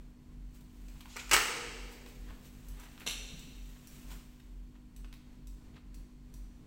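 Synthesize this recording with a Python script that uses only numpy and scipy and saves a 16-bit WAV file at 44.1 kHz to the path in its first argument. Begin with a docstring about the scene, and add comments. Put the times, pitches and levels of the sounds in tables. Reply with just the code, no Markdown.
"""Over throbbing fans, motor hum and rushing air, a break-barrel spring air rifle is handled in a bare range.
Sleeves rustle and fittings tick, then the hinge squeaks (stick-slip pulses), the latch grinds (noise bursts)
and the barrel slams shut (cracks and chatter rung through steel resonances). A catch clicks, the stock bumps
the chest and fingers turn the rear sight four notches. Hands knock and slide on the stock throughout. Decaying
noise gives the handling sounds and the long ring of the hall, which sounds after all of them but the chest
bumps."""
import sys
import numpy as np
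from scipy import signal
from scipy.fft import rfft, irfft
from scipy.io import wavfile

SR = 44100
rng = np.random.default_rng(int(sys.argv[2]) if len(sys.argv) > 2 else 0)


def materialize(psi):
    """Save the field psi as 16-bit PCM at rate SR to the path in sys.argv[1].

    A 1-D psi becomes a single channel; in a 2-D psi each row is a channel.
    """
    bounded = np.clip(np.atleast_2d(psi).T, -1, 1)
    quanta = np.round(bounded * 32767).astype(np.int16)
    wavfile.write(sys.argv[1], SR, quanta)


N = 294100
TIME = np.arange(N) / SR   # s

# All tilts act above 500 Hz. Body spectra are relative: each response is scaled to an energy of 1.
# Barrel meeting latch and breech: [t/s, level/dB, tilt/(dB/octave)]
LATCH_BLOWS = [(1.1595, -45, -2.5), (1.1651, -35, 2), (1.2951, -42, 2.5), (1.3125, -20, 2),
               (1.3194, -25, -0.5), (1.3264, -25, -0.5), (1.3334, -13, 2.5), (1.3411, -19.5, 2),
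               (1.3644, -24, 0.5)]
# Tone of the whole rifle under a blow: [f/Hz, level/dB]
RIFLE_BODY = [(120, -11.5), (220, -19.5), (320, -4.5), (480, -3.5), (630, -9), (950, 0.5), (1800, -1.5),
              (2800, 0.5), (3300, -9.5), (4200, -7.5), (8200, -9), (9700, -17.5), (13000, -21),
              (15500, -16.5)]
# Steel resonances of the rifle: [f/Hz, width/Hz, peak/dB]
RIFLE_MODES = [(477, 52, 4.6), (880, 20, 4.4), (940, 18, 4), (1263.7, 20, 6.5), (1327, 20, 5),
               (1460, 20, 2.9), (1510, 30, 3.1), (1802, 13, 6), (1949, 25, 7.1), (2040, 28, 2.7),
               (2226, 90, 6.5), (2350, 66, 2.5), (2910, 21, 5.5), (8000, 210, 1.7)]
# Rings of the latch while it grinds over its ramp: [f/Hz, width/Hz, peak/dB]
RAMP_MODES = [(1480, 90, 8.5), (2443, 350, 9.5), (6900, 330, 3.5)]
# What the hinge radiates: [f/Hz, level/dB]
HINGE_BODY = [(400, -10.5), (1000, -10.5), (2400, -3.5), (3200, 0), (4500, -3), (6000, -5), (7000, 0),
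              (8500, -12), (10000, -17), (11500, -14), (13000, -25), (15500, -24)]
# Catch snapping over: [t/s, level/dB, tilt/(dB/octave)]
CATCH_BLOWS = [(3.0634, -26, .5), (3.0697, -31, 1.5), (3.0842, -35, 7), (3.1040, -39, 2)]
# Tone of the catch: [f/Hz, level/dB]
CATCH_BODY = [(200, -14), (450, -15), (850, -21), (1400, -10), (1900, -14.5), (2700, -6.5), (4250, -1.5),
              (4900, -15.5), (6000, -9), (8800, -11.5), (11500, -14), (13500, -18), (15500, -27)]
# Resonances of the catch: [f/Hz, width/Hz, peak/dB]
CATCH_MODES = [(850, 89, 9.2), (2144, 140, 7.5), (2716, 260, 12.3), (2940, 96, 1.8), (3680, 260, 6.6),
               (4300, 73, 1.9), (5880, 590, 11.5), (7540, 250, 7.1), (11000, 600, 4.6)]
# Notches of the rear sight's wheel, alike but for the part that rings most: [t/s, main ring f/Hz]
NOTCHES = [(4.963, 3950), (5.4717, 6000), (5.944, 7830), (6.3396, 8380)]
# Small bright ticks of the fittings: [t/s, level/dB, tilt/(dB/octave), main ring f/Hz]
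TICKS = [(.546, -60, 3, 8000), (.884, -55, -4, 7000), (1.916, -53, 8, 13000), (2.685, -48, 2.5, 7800),
         (2.798, -47.5, 2, 6050), (2.998, -48.5, 3, 3000), (3.394, -48, -0.5, 15000),
         (3.8721, -47, 0.5, 5780)]
# Tone of the small steel parts: [f/Hz, level/dB]
TICK_BODY = [(400, -21), (1500, -14.5), (2500, -8.5), (4500, -4), (5500, -7), (8500, -3), (10000, -7),
             (11500, -2), (13000, -8.5), (15500, -1.5)]
# Resonances the small parts share: [f/Hz, width/Hz, peak/dB]
TICK_MODES = [(2450, 190, 7.7), (5870, 610, 7.5), (7750, 700, 6)]
# Stock swung up against the chest: [t/s, level/dB, tilt/(dB/octave), t60/s]
CHEST_BUMPS = [(3.322, -46.5, 2, 0.73), (3.372, -47, -1, 0.28), (3.445, -49.5, -22, 0.51),
               (4.14, -68, 7, 0.25)]
# Dull thud of the chest: [f/Hz, level/dB]
CHEST_BODY = [(60, 14), (110, -4), (145, 15), (200, 5.5), (280, 4), (450, -20), (1500, -40), (8000, -61)]
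# Fingers knocking on the stock: [t/s, level/dB, tilt/(dB/octave)]
GRIPS = [(.6086, -60, 6), (1.0072, -47, 4), (1.0565, -51.5, -3), (2.0615, -47.5, 1), (2.3061, -47.5, -5.5),
         (2.835, -53, 1), (2.978, -50.5, -1.5), (3.006, -50, 0), (3.0646, -39.5, -5.5),
         (4.3986, -56.5, 2.5), (5.0456, -53.5, -1), (5.1275, -52, 1.5), (5.1382, -52, 4.5)]
# Tone of the stock: [f/Hz, level/dB]
STOCK_BODY = [(200, -11.5), (450, -9.5), (700, -6), (1100, -1.5), (2700, -3), (3700, -4), (5000, -12),
              (7000, -16.5), (10000, -21.5), (15500, -22)]
# Palms sliding on the stock, each a swell and a fade: [t of the peak/s, level/dB, length/s]
PALM_SLIDES = [(.96, -66, 0.12), (2.30, -58, 0.11), (2.825, -57.5, 0.29), (3.02, -54.5, .09),
               (3.765, -62.5, .06), (4.115, -58.5, 0.13), (4.755, -65.5, 0.064), (5.765, -60.5, 0.094)]
# How briskly the arms move, as the level of the sleeves: [t/s, level/dB]
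ARM_LEVELS = [(.3, -82.5), (.9, -67.5), (1.4, -61.5), (2.2, -66.5), (3.4, -64), (4.2, -67.5), (4.6, -78.5),
              (6.6, -86)]
# Single sweeps of a sleeve: [t of the peak/s, level/dB, length/s]
SLEEVE_SWEEPS = [(.56, -66.5, .1), (1.93, -58, 0.055), (2.09, -61, 0.048), (2.46, -60, 0.055),
                 (2.84, -69, 0.037), (3.69, -67, .08), (3.96, -62, 0.21), (4.12, -55, 0.14)]
# Tone of the cloth: [f/Hz, level/dB]
CLOTH_BODY = [(200, 2.5), (500, 3.5), (1200, 3.5), (3000, 5.5), (5000, 0.5), (8200, 4), (9500, -4),
              (15500, 1.5)]
# Fans at slightly different speeds: [f/Hz]
FAN_HZ = [41.22, 43.38, 45.55, 47.71]
# Their levels, in the same order: [rms level/dB]
FAN_DB = [-58.5, -52.5, -58, -60]
# Motor tones: [f/Hz]
HUM_HZ = [49.1, 70.1, 85.7, 138.4, 145.1, 196.5, 245.6, 300.2, 991, 4400]
# Their levels before the waver, in the same order: [rms level/dB]
HUM_DB = [-62, -73, -72.5, -69, -68, -69.5, -60.5, -70.5, -86, -90]
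# Moving air before its patchiness: [f/Hz, level/(dB per Hz)]
AIR_SPECTRUM = [(12, -79.5), (26, -75.5), (55, -78), (110, -85), (150, -86), (280, -89.5), (400, -95.5),
                (550, -103), (1200, -108), (2500, -111), (5000, -117), (8200, -117), (9800, -124),
                (15500, -123)]
# Duct resonances: [f/Hz, width/Hz, peak/dB]
DUCT_MODES = [(146, 9.8, 4.3), (1066, 34, 5.8), (4270, 104, 3.7)]
# Decay of the hall: [f/Hz, t60/s]
HALL_DECAY = [(150, 1.6), (330, 3), (470, 2.3), (680, 1.8), (1200, 1.155), (2400, 1.44), (5000, 1.41),
              (8000, 1.11), (11000, 0.8), (13500, 0.48), (15500, 0.62)]

# The hinge squeaks until the latch drags; the drag lasts until the barrel is shut.
SQUEAK_FROM_S, SQUEAK_TO_S, SHUT_S = 1.09, 1.165, 1.31
SQUEAK_FADE_S = 0.021   # fade of both squeak and drag


def barrel_slam(rooms):
    """The barrel strikes latch and breech; each blow and its rebound shake the whole steel rifle."""
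    table = rebounding(LATCH_BLOWS)
    return blows(table, RIFLE_BODY, RIFLE_MODES, rooms, crack=2.3, grain_db=4.0, wet_db=0.56)


def latch_ramp():
    """The latch grinds over its ramp, hardest at first, and drags until it shuts, ringing as it goes."""
    grind = from_db(-45.5) * stroke(1.2, length_s=.04)
    drag = from_db(-58.5) * held(SQUEAK_TO_S, SHUT_S, SQUEAK_FADE_S)
    return friction(grind + drag, body(HINGE_BODY, RAMP_MODES), grain_db=-0.5)


def hinge_squeak():
    """The dry pivot sticks and slips ever faster as the barrel speeds up: a faint rising squeak."""
    start_slips_per_s, octaves_per_s = 850, 12
    jitter, scrape, level_db = .02, .8, -59.5
    elapsed = np.clip(TIME, SQUEAK_FROM_S, SQUEAK_TO_S) - SQUEAK_FROM_S
    slips_per_s = start_slips_per_s * 2 ** (octaves_per_s * elapsed)
    slip_count = np.cumsum(slips_per_s * (1 + jitter * drift(400))) / SR
    # One pulse each time the count passes a whole number
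    slips = rms_one(np.diff(np.floor(slip_count), prepend=0))
    force = slips + scrape * rng.standard_normal(N)
    envelope = from_db(level_db) * held(SQUEAK_FROM_S, SQUEAK_TO_S, SQUEAK_FADE_S)
    return through(force * envelope, body(HINGE_BODY))


def catch_click(rooms):
    """The catch snaps over and rebounds, with a rough chatter and little crack."""
    table = rebounding(CATCH_BLOWS)
    return blows(table, CATCH_BODY, CATCH_MODES, rooms, crack=0.55, grain_db=11.0, wet_db=3.0)


def sight_wheel(room):
    """The rear sight's wheel drops into four notches, each with its own main ring."""
    level_db, tilt_db = -52, -0.5
    table = [(s, level_db, tilt_db, ring_hz) for s, ring_hz in NOTCHES]
    return fittings(table, room, crack=2.4, ring_width_hz=420, ring_db=4.5, wet_db=4.5)


def fitting_ticks(room):
    """Small steel fittings knock together: short, bright ticks."""
    return fittings(TICKS, room, crack=1.5, ring_width_hz=550, ring_db=3.5, wet_db=4.5)


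def chest_bumps():
    """The stock meets the chest: soft dying noise with no crack, left without hall."""
    return contacts(CHEST_BUMPS, CHEST_BODY, (), crack=0)


def finger_grips(room):
    """Fingers knock on the stock: a crack and a short chatter."""
    t60_s = .033
    table = [(*grip, t60_s) for grip in GRIPS]
    return blows(table, STOCK_BODY, (), [room], crack=3.6, grain_db=3.0, wet_db=1.0)


def palms():
    """Palms slide on the stock: grainy friction through a slightly dulled stock."""
    return friction(strokes(PALM_SLIDES), body(STOCK_BODY, tilt_db=-2.5), grain_db=3.5)


def sleeves():
    """Cloth rustles while the arms move, louder in each sweep."""
    s, db = np.transpose(ARM_LEVELS)
    movement = from_db(np.interp(TIME, s, db))
    return friction(movement + strokes(SLEEVE_SWEEPS), body(CLOTH_BODY), grain_db=1.5)


def fans():
    """The fans beat against each other about twice a second, over motor tones and moving air."""
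    in_step_s = .42   # the moment when all the fans line up
    waver_db, patchy_db = 0.66, 2.43
    throb, hum = 0, 0
    for hz, db in zip(FAN_HZ, FAN_DB):
        throb = throb + from_db(db) * np.cos(2 * np.pi * hz * (TIME - in_step_s))
    for hz, db in zip(HUM_HZ, HUM_DB):
        level = from_db(db + waver_db * drift(3.3))
        hum = hum + level * np.sin(2 * np.pi * (hz * TIME + rng.random()))
    colour = from_db(shape_db(AIR_SPECTRUM, DUCT_MODES, np.arange(N // 2 + 1) * SR / N))
    air = irfft(rfft(rng.standard_normal(N)) * colour, N) * np.sqrt(SR / 2)
    # sqrt(2) turns rms levels into peak levels
    return np.sqrt(2) * (throb + hum) + air * from_db(patchy_db * drift(6))


def hall(count=16):
    """Near walls answer within milliseconds, the far wall adds a later swell, the tail dies band by band."""
    early_db, early_t60_s, late_db = -39.0, 0.25, -40.5
    far_wall_db, far_wall_s = -20, 0.23   # dB relative to the tail
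    age = TIME[:2 * SR]
    hz = np.arange(SR + 1) / 2
    white = rfft(rng.standard_normal(2 * SR))
    centres = np.geomspace(120, 16000, count)
    arrival = np.clip(age / 0.0018 - 1, 0, 1)   # silent for 1.8 ms, full at 3.6 ms
    far_wall = from_db(far_wall_db) * np.exp(-((age - far_wall_s) / 0.019) ** 2)
    early = from_db(early_db) * np.exp(-np.log(1000) * age / early_t60_s)
    out = 0
    for centre, pick in zip(centres, np.eye(count)):
        band = irfft(white * np.interp(hz, centres, pick))
        decay = np.exp(-np.log(1000) * age / at_hz(HALL_DECAY, centre))
        tail = from_db(late_db) * (1 + far_wall) * decay
        out = out + band * (tail + early)
    return out * arrival


def blows(table, spectrum, modes, rooms, crack, grain_db, wet_db):
    """Contacts radiate in different directions, so they take turns to wake different echoes."""
    out = 0
    for k, room in enumerate(rooms):
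        direct = contacts(table[k::len(rooms)], spectrum, modes, crack, grain_db)
        out = out + direct + from_db(wet_db) * through(direct, room)
    return out


def fittings(table, room, crack, ring_width_hz, ring_db, wet_db):
    """Each small steel part adds a bright ring of its own."""
    t60_s = .03
    direct = 0
    for *tick, ring_hz in table:
        modes = TICK_MODES + [(ring_hz, ring_width_hz, ring_db)]
        direct = direct + contacts([(*tick, t60_s)], TICK_BODY, modes, crack)
    return direct + from_db(wet_db) * through(direct, room)


def rebounding(table):
    """Each blow dies fast, then the parts rebound softer, duller and longer: (s, dB, tilt, t60 s)."""
    blow_t60_s, rebound_t60_s = 0.027, .065
    delay_s, drop_db, tilt_change_db = .004, -6.5, -2
    first = [(s, db, tilt, blow_t60_s) for s, db, tilt in table]
    second = [(s + delay_s, db + drop_db, tilt + tilt_change_db, rebound_t60_s) for s, db, tilt in table]
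    return first + second


def contacts(table, spectrum, modes, crack, grain_db=0, size=8192):
    """Each contact is one crack and a dying, uneven chatter of the parts, rung through the body."""
    out, age = np.zeros(N + 2 * size), TIME[:size]
    for s, db, tilt_db, t60 in table:
        chatter = rms_one(rng.standard_normal(size) * from_db(grain_db * drift(600, size=size)))
        force = chatter * from_db(-60 * age / max(t60, .003))
        force[0] += crack
        at = round(s * SR)
        ringing = signal.fftconvolve(force, body(spectrum, modes, tilt_db))
        out[at:at + 2 * size - 1] += from_db(db) * ringing
    return out[:N]


def friction(strength, response, grain_db):
    """Surfaces catch and let go in clumps: noise of drifting level, rung through the body."""
    clumps = rms_one(rng.standard_normal(N) * from_db(grain_db * drift(250)))
    return through(clumps * strength, response)


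def stroke(s, length_s):
    """A movement swells to its peak and fades slightly more slowly."""
    rise_share = .45   # of the length
    share = np.where(TIME < s, rise_share, 1 - rise_share)
    return np.exp(-2 * np.abs(TIME - s) / (length_s * share))


def strokes(table):
    """The summed strength of a row of movements."""
    return sum(from_db(db) * stroke(s, length_s) for s, db, length_s in table)


def held(start, stop, fade_s):
    """Attack, hold, release; half strength at start and stop."""
    return np.clip(np.minimum(TIME - start, stop - TIME) / fade_s + .5, 0, 1)


def body(spectrum, modes=(), tilt_db=0, size=8192):
    """Causal (minimum-phase) response of a body to one click; energy 1."""
    hz = np.arange(size // 2 + 1) * SR / size
    octaves = np.log2(np.maximum(hz, 500))   # the tilt starts at 500 Hz
    cepstrum = irfft(np.log(from_db(shape_db(spectrum, modes, hz) + tilt_db * octaves)))
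    # Folding the cepstrum onto positive times makes the phase minimal
    cepstrum[0], cepstrum[size // 2:] = 0, 0
    response = irfft(np.exp(rfft(2 * cepstrum)))
    return response / np.linalg.norm(response)


def through(x, response):
    """Plays a sound through a body or a room."""
    return signal.fftconvolve(x, response)[:N]


def shape_db(spectrum, modes, hz):
    """A broad spectrum with resonance peaks on top."""
    peaks = sum(db / (1 + (2 * (hz - centre) / width) ** 2) for centre, width, db in modes)
    return at_hz(spectrum, hz) + peaks


def at_hz(points, hz):
    """Reads a table along a log-frequency axis."""
    table_hz, values = np.transpose(points)
    return np.interp(np.log(np.maximum(hz, 1)), np.log(table_hz), values)


def drift(rate, size=N):
    """Slow chance with a spread near 1: random knots, rate per second, joined by lines."""
    knots = rng.standard_normal(size // 40)
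    return np.interp(TIME[:size] * rate, np.arange(len(knots)), knots)


def from_db(db):
    """Decibels to gain."""
    return 10 ** (np.asarray(db) / 20)


def rms_one(x):
    """Scales to an rms of 1."""
    return x / np.sqrt(np.mean(x ** 2) + 1e-20)


def scene(count=5):
    """The rifle, the hands and the fans in the hall, the same in both channels."""
    rooms = [hall() for _ in range(count)]   # alike in character, each with its own echoes
    room = rooms[0]
    rifle = barrel_slam(rooms) + catch_click(rooms) + sight_wheel(room) + fitting_ticks(room)
    knocks = chest_bumps() + finger_grips(room)
    rubbing = latch_ramp() + hinge_squeak() + palms() + sleeves()
    rubbing = rubbing + from_db(-3) * through(rubbing, room)
    mono = rifle + knocks + rubbing + fans()
    return np.stack([mono, mono])


def record(dry):
    """A steep elliptic low-pass cuts the top above 15.8 kHz."""
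    low_pass = signal.ellip(12, .1, 80, 15800, fs=SR, output="sos")
    return signal.sosfilt(low_pass, dry)


dry = scene()
out = record(dry)
materialize(out)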